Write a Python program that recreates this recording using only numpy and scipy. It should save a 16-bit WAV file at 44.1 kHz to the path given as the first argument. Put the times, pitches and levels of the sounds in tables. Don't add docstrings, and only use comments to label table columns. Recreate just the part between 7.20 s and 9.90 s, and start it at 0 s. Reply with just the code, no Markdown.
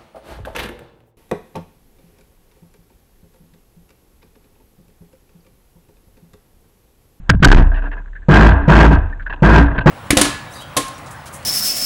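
import sys
import numpy as np
from scipy import signal
from scipy.io import wavfile
from scipy.ndimage import uniform_filter1d

SR = 44100
rng = np.random.default_rng(int(sys.argv[2]) if len(sys.argv) > 2 else 0)


def nominal_scale(level):
    x = np.asarray(level, float) / 20
    return 10 ** x


def int16_out(signal):
    q = np.round(np.clip(np.atleast_2d(signal).T, -1, 1) * 32767)
    wavfile.write(sys.argv[1], SR, q.astype(np.int16))


N = 119070

# (start [s], length [s], power [dB], shaft speed [turns/s], coasting decay [dB/s])
THROTTLE_BURSTS = [
    (0.223, 0.17, -4.5, 52.3, 198),
    (1.085, 0.18, 0.5, 53.4, 64.5),
    (1.479, 0.18, -0.5, 52.2, 141.5),
    (1.706, 0.032, -8.5, 70, 127.5),
    (2.222, 0.17, -1.5, 52, 97),
    (2.659, 0.11, 4.5, 55, 100),
]
# (multiple of shaft speed, level [dB])
SHAFT_ORDERS = [(1, -2.5), (2, -12.5), (3, -8), (4, -10), (6, -15), (7, -15.5)]
# (frequency [Hz], level [dB], t60 [s])
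KICK_MODES = [(151.8, 5.5, 0.15), (185.5, 3, 0.15), (355, -6, 0.12)]
# (frequency [Hz], width [Hz], level [dB])
HULL_MODES = [(86, 14, -13), (149.5, 13, -9.5), (192.7, 48, -11), (284.1, 8.5, -9.5), (338, 63, -12),
              (484, 110, -12.5), (652.7, 60, -10), (949, 140, -6.5), (1246, 313, -10), (1600, 86, -5.5),
              (2047, 300, -21.5), (2520, 160, -21), (3600, 520, -45)]
# (time [s], mount swing [dB], thump [dB], crack [dB], crack length [s])
WAVE_SLAPS = [(0, -33.5, -31.5, -63, .01), (0.093, -31, -1, 3, 0.0087), (0.102, -35.5, -8.5, -21, 0.015),
              (0.145, -22.5, -4, -35, 0.0077), (0.201, -17, -11.5, -47, 0.026),
              (0.225, -23.5, -4, -2, 0.011), (0.242, -41, 3.5, 8.5, .01), (0.274, 6.5, -4, -2, .01),
              (0.308, -9, -8, -4.5, 0.02), (0.34, -7.5, 1.5, -1.5, 0.0053), (0.375, 2.5, -12, -14, .01),
              (1.3, -16, -2, -21.5, 0.023), (1.425, -19.5, -16.5, -40.5, .01),
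              (1.751, -10, -8, -31.5, 0.014), (1.897, -31.5, -32, -38, 0.0036),
              (2.019, -28.5, -38, -42, 0.016), (2.097, -25, -31, -43.5, .01),
              (2.454, -18, -11.5, -29.5, 0.018), (2.583, -38.5, -10.5, -18.5, .01)]
# (frequency [Hz], level [dB], t60 [s])
THUMP_MODES = [(58.62, 0, 0.18), (88.55, -7.5, 0.39), (120.7, 0, 0.11), (170, 0, 0.079), (280, -25.5, 0.64)]
# (time [s], level [dB], pitch [Hz], length [s], splashiness [0-1])
WATER_DROPS = [(0.464, -25, 1650, 0.014, 1), (0.54, -20, 1700, 0.073, 0.7), (0.572, -26, 1600, 0.044, 0.3),
               (0.623, -29.5, 1498, 0.057, 0.66), (0.656, -24.5, 1600, 0.037, .4),
               (0.714, -23, 1750, 0.02, .6), (0.726, -20.5, 1620, 0.025, 0.55),
               (0.774, -34, 1606, 0.033, 0), (0.816, -36.5, 1500, 0.0094, .4),
               (0.858, -35.5, 1450, 0.0061, 0), (0.876, -38.5, 1600, .014, 0.3), (0.931, -36, 1680, .01, 0),
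               (0.951, -35, 1650, 0.039, 0), (1.017, -48, 1650, 0.048, 0), (1.925, -31.5, 1700, 0.021, 0.1),
               (1.995, -30.5, 1600, 0.035, 0), (2.061, -19, 1600, 0.025, 0.3),
               (2.096, -14, 1650, 0.027, 0.6), (2.125, -14, 1600, 0.01, 0.5),
               (2.132, -16.5, 1600, 0.018, 0.97), (2.16, -25, 1600, 0.0076, .7),
               (2.2, -31, 1600, 0.0075, 0.7), (2.578, -6.5, 1650, 0.016, 0.6),
               (2.606, -12, 1550, 0.024, .7)]
# (time [s], level [dB])
RUNOFF = [
    (0, -43.5),
    (0.121, 9.5),
    (.22, -9.5),
    (.5, 3.5),
    (.75, -2.5),
    (1.05, -39),
    (1.9, -16.5),
    (2.202, -3.5),
    (2.5, 11),
    (2.7, 4),
]
# (low edge [Hz], high edge [Hz])
HISS_BAND_HZ = [5800, 8300]


def evened(x):
    return x / np.sqrt(np.mean(x ** 2) + 1e-20)


def add(mix, start_s, sound):
    part = mix[round(start_s * SR):][:len(sound)]
    part += sound[:len(part)]


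def resonate(x, hz, width_hz):
    r = np.exp(-np.pi * width_hz / SR)
    gain = (1 - r * r) / 2
    return signal.lfilter([gain, 0, -gain], [1, -2 * r * np.cos(2 * np.pi * hz / SR), r * r], x)


def resonate_twice(x, hz, width_hz):
    return resonate(resonate(x, hz, width_hz), hz, width_hz)


def drift(per_s):
    size = max(int(SR / per_s), 2)
    return evened(uniform_filter1d(uniform_filter1d(rng.standard_normal(N), size), size))


def ring(hz, db, t60_s, t):
    return nominal_scale(db - 60 * t / t60_s) * np.sin(2 * np.pi * hz * t)


def hull(x):
    body = np.zeros(len(x))
    for k, (hz, width_hz, db) in enumerate(HULL_MODES):
        body += (-1) ** k * nominal_scale(db) * resonate(x, hz, width_hz) * np.sqrt(2000 / width_hz)
    return signal.lfilter(*signal.butter(1, 3000, fs=SR), body)


def water():
    lap_db, sway_db = -50.5, -34
    trickle_per_s, trickle_db, grain_decay_s = 130, -30.5, 0.0086
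    wet = nominal_scale(np.interp(np.arange(N) / SR, *np.transpose(RUNOFF)))
    clicks = (rng.random(N) < trickle_per_s / SR) * nominal_scale(1.4 * np.minimum(rng.exponential(1, N), 3))
    envelope = signal.oaconvolve(clicks, np.exp(-np.arange(900) / SR / grain_decay_s))[:N]
    trickle = nominal_scale(trickle_db) * wet * envelope * rng.standard_normal(N)
    lap = rng.standard_normal(N) * nominal_scale(lap_db + 1.4 * drift(30))
    sway = evened(resonate(rng.standard_normal(N), 34, 1.3))
    heave = evened(resonate_twice(rng.standard_normal(N), 57, 20))
    return hull(lap + trickle) + nominal_scale(sway_db) * (sway + 0.4 * heave)


def drops():
    rise_s = 0.002
    tone, splash, t = np.zeros(N), np.zeros(N), np.arange(4000) / SR
    for start_s, db, hz, length_s, wet in WATER_DROPS:
        puff = rng.standard_normal(len(t))
        shape = nominal_scale(db - 20 * (t / length_s) ** 2.37) * np.minimum(t / rise_s, 1)
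        add(tone, start_s, (1 - wet) * shape * evened(resonate_twice(puff, hz, 240)))
        add(splash, start_s, wet * shape * puff)
    high = signal.lfilter(*signal.butter(2, 500, "high", fs=SR), splash)
    cavity = resonate(high, 2700, 200) + nominal_scale(-31) * resonate(high, 3040, 400)
    return tone + nominal_scale(2.5) * hull(high) + cavity


def slaps():
    mount_hz, mount_t60_s = 34.07, 1.1
    thump_rise_s, crack_rise_s, crack_fall_db_per_s = 0.004, 0.0028, 6600
    low, crack, t = np.zeros(N), np.zeros(N), np.arange(2 * SR) / SR
    crack_t = t[:9000]
    thump = sum(ring(*mode, t) for mode in THUMP_MODES) * np.minimum(t / thump_rise_s, 1)
    for start_s, mount_db, thump_db, crack_db, length_s in WAVE_SLAPS:
        add(low, start_s, ring(mount_hz, mount_db, mount_t60_s, t) + nominal_scale(thump_db) * thump)
        fall_db = crack_fall_db_per_s * np.maximum(crack_t - length_s, 0)
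        add(crack, start_s, nominal_scale(crack_db - fall_db) * np.minimum(crack_t / crack_rise_s, 1))
    noise = crack * rng.standard_normal(N)
    return low + nominal_scale(-1.5) * hull(noise) + nominal_scale(17) * resonate(noise, 1573, 200)


def buzz_envelope(t, length_s, power_db, coast_db_per_s):
    rise_s, swell, swell_s, sag_db = 0.012, 0.43, 0.048, -2
    cut_db, cut_s = -7.5, 0.041
    off_s = np.maximum(t - length_s, 0)
    level_db = power_db + sag_db * np.minimum(t / length_s, 1) ** 3
    level_db += cut_db * (1.5 - np.exp(-off_s / cut_s)) - coast_db_per_s * off_s
    return np.minimum(t / rise_s, 1) * (1 - swell * np.exp(-t / swell_s)) * nominal_scale(level_db)


def motor():
    waver_share, wobble_db, spin_up = 0.04, 1.5, 0.1
    shake_lag_s, shake_hold_s, shake_fade_db_per_s = 0.046, 0.012, 200.5
    kick_rise_s, grain_db, rumble_db = 0.003, 2, -22
    buzz, shake, t = np.zeros(N), np.zeros(N), np.arange(SR) / SR
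    waver = 1 + waver_share * drift(11.46)
    wobbles = [wobble_db * drift(25) for _ in SHAFT_ORDERS]
    kick = sum(ring(*mode, t) for mode in KICK_MODES) * np.minimum(t / kick_rise_s, 1)
    for start_s, length_s, power_db, turns_hz, coast_db_per_s in THROTTLE_BURSTS:
        add(buzz, start_s, buzz_envelope(t, length_s, power_db, coast_db_per_s))
        shift = -round(start_s * SR)
        off_s = np.maximum(t - length_s, 0)
        speed_hz = turns_hz * (1 + spin_up * (np.minimum(t / length_s, 1.2) ** 3 - 0.3))
        turns = np.cumsum(speed_hz * np.roll(waver, shift)[:SR]) / SR
        lines = np.zeros(SR)
        for (k, db), wobble in zip(SHAFT_ORDERS, wobbles):
            line_db = db - (k - 1.5) * 150 * off_s + np.roll(wobble, shift)[:SR]
            lines += nominal_scale(line_db) * np.sin(2 * np.pi * k * turns)
        late_s = np.maximum(off_s - shake_hold_s, 0)
        lines *= (1 - np.exp(-t / shake_lag_s)) * nominal_scale(-shake_fade_db_per_s * late_s)
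        add(shake, start_s, nominal_scale(power_db) * (lines + kick))
    grain = evened(rng.standard_normal(N) * nominal_scale(grain_db * np.tanh(drift(220))))
    rumble = np.minimum(buzz / 0.18, 1) ** 0.76 * evened(resonate_twice(grain, 80, 45))
    return nominal_scale(8) * hull(buzz * grain) + nominal_scale(1) * shake + nominal_scale(rumble_db) * rumble


def scene():
    return (water() + drops() + slaps() + motor())[None]


def low_pass(x):
    return signal.sosfilt(signal.butter(12, 16000, fs=SR, output="sos"), x)


def record(dry):
    mic_hz, edge_hz, hiss_db = 4100, 8360, -78.5
    clip, offset, leak_db = 0.712, 0.002, -10.5
    dull = signal.sosfilt(signal.butter(8, mic_hz, fs=SR, output="sos"), dry)
    hiss_band = signal.butter(5, HISS_BAND_HZ, "band", fs=SR, output="sos")
    hiss = nominal_scale(hiss_db) * evened(signal.sosfilt(hiss_band, rng.standard_normal(N)))
    clipped = np.clip(dull + hiss + offset, -clip, clip)
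    soft = signal.sosfiltfilt(signal.butter(6, edge_hz, fs=SR, output="sos"), clipped)
    return low_pass(soft + nominal_scale(leak_db) * (clipped - soft))


dry = scene()
out = record(dry)
int16_out(out)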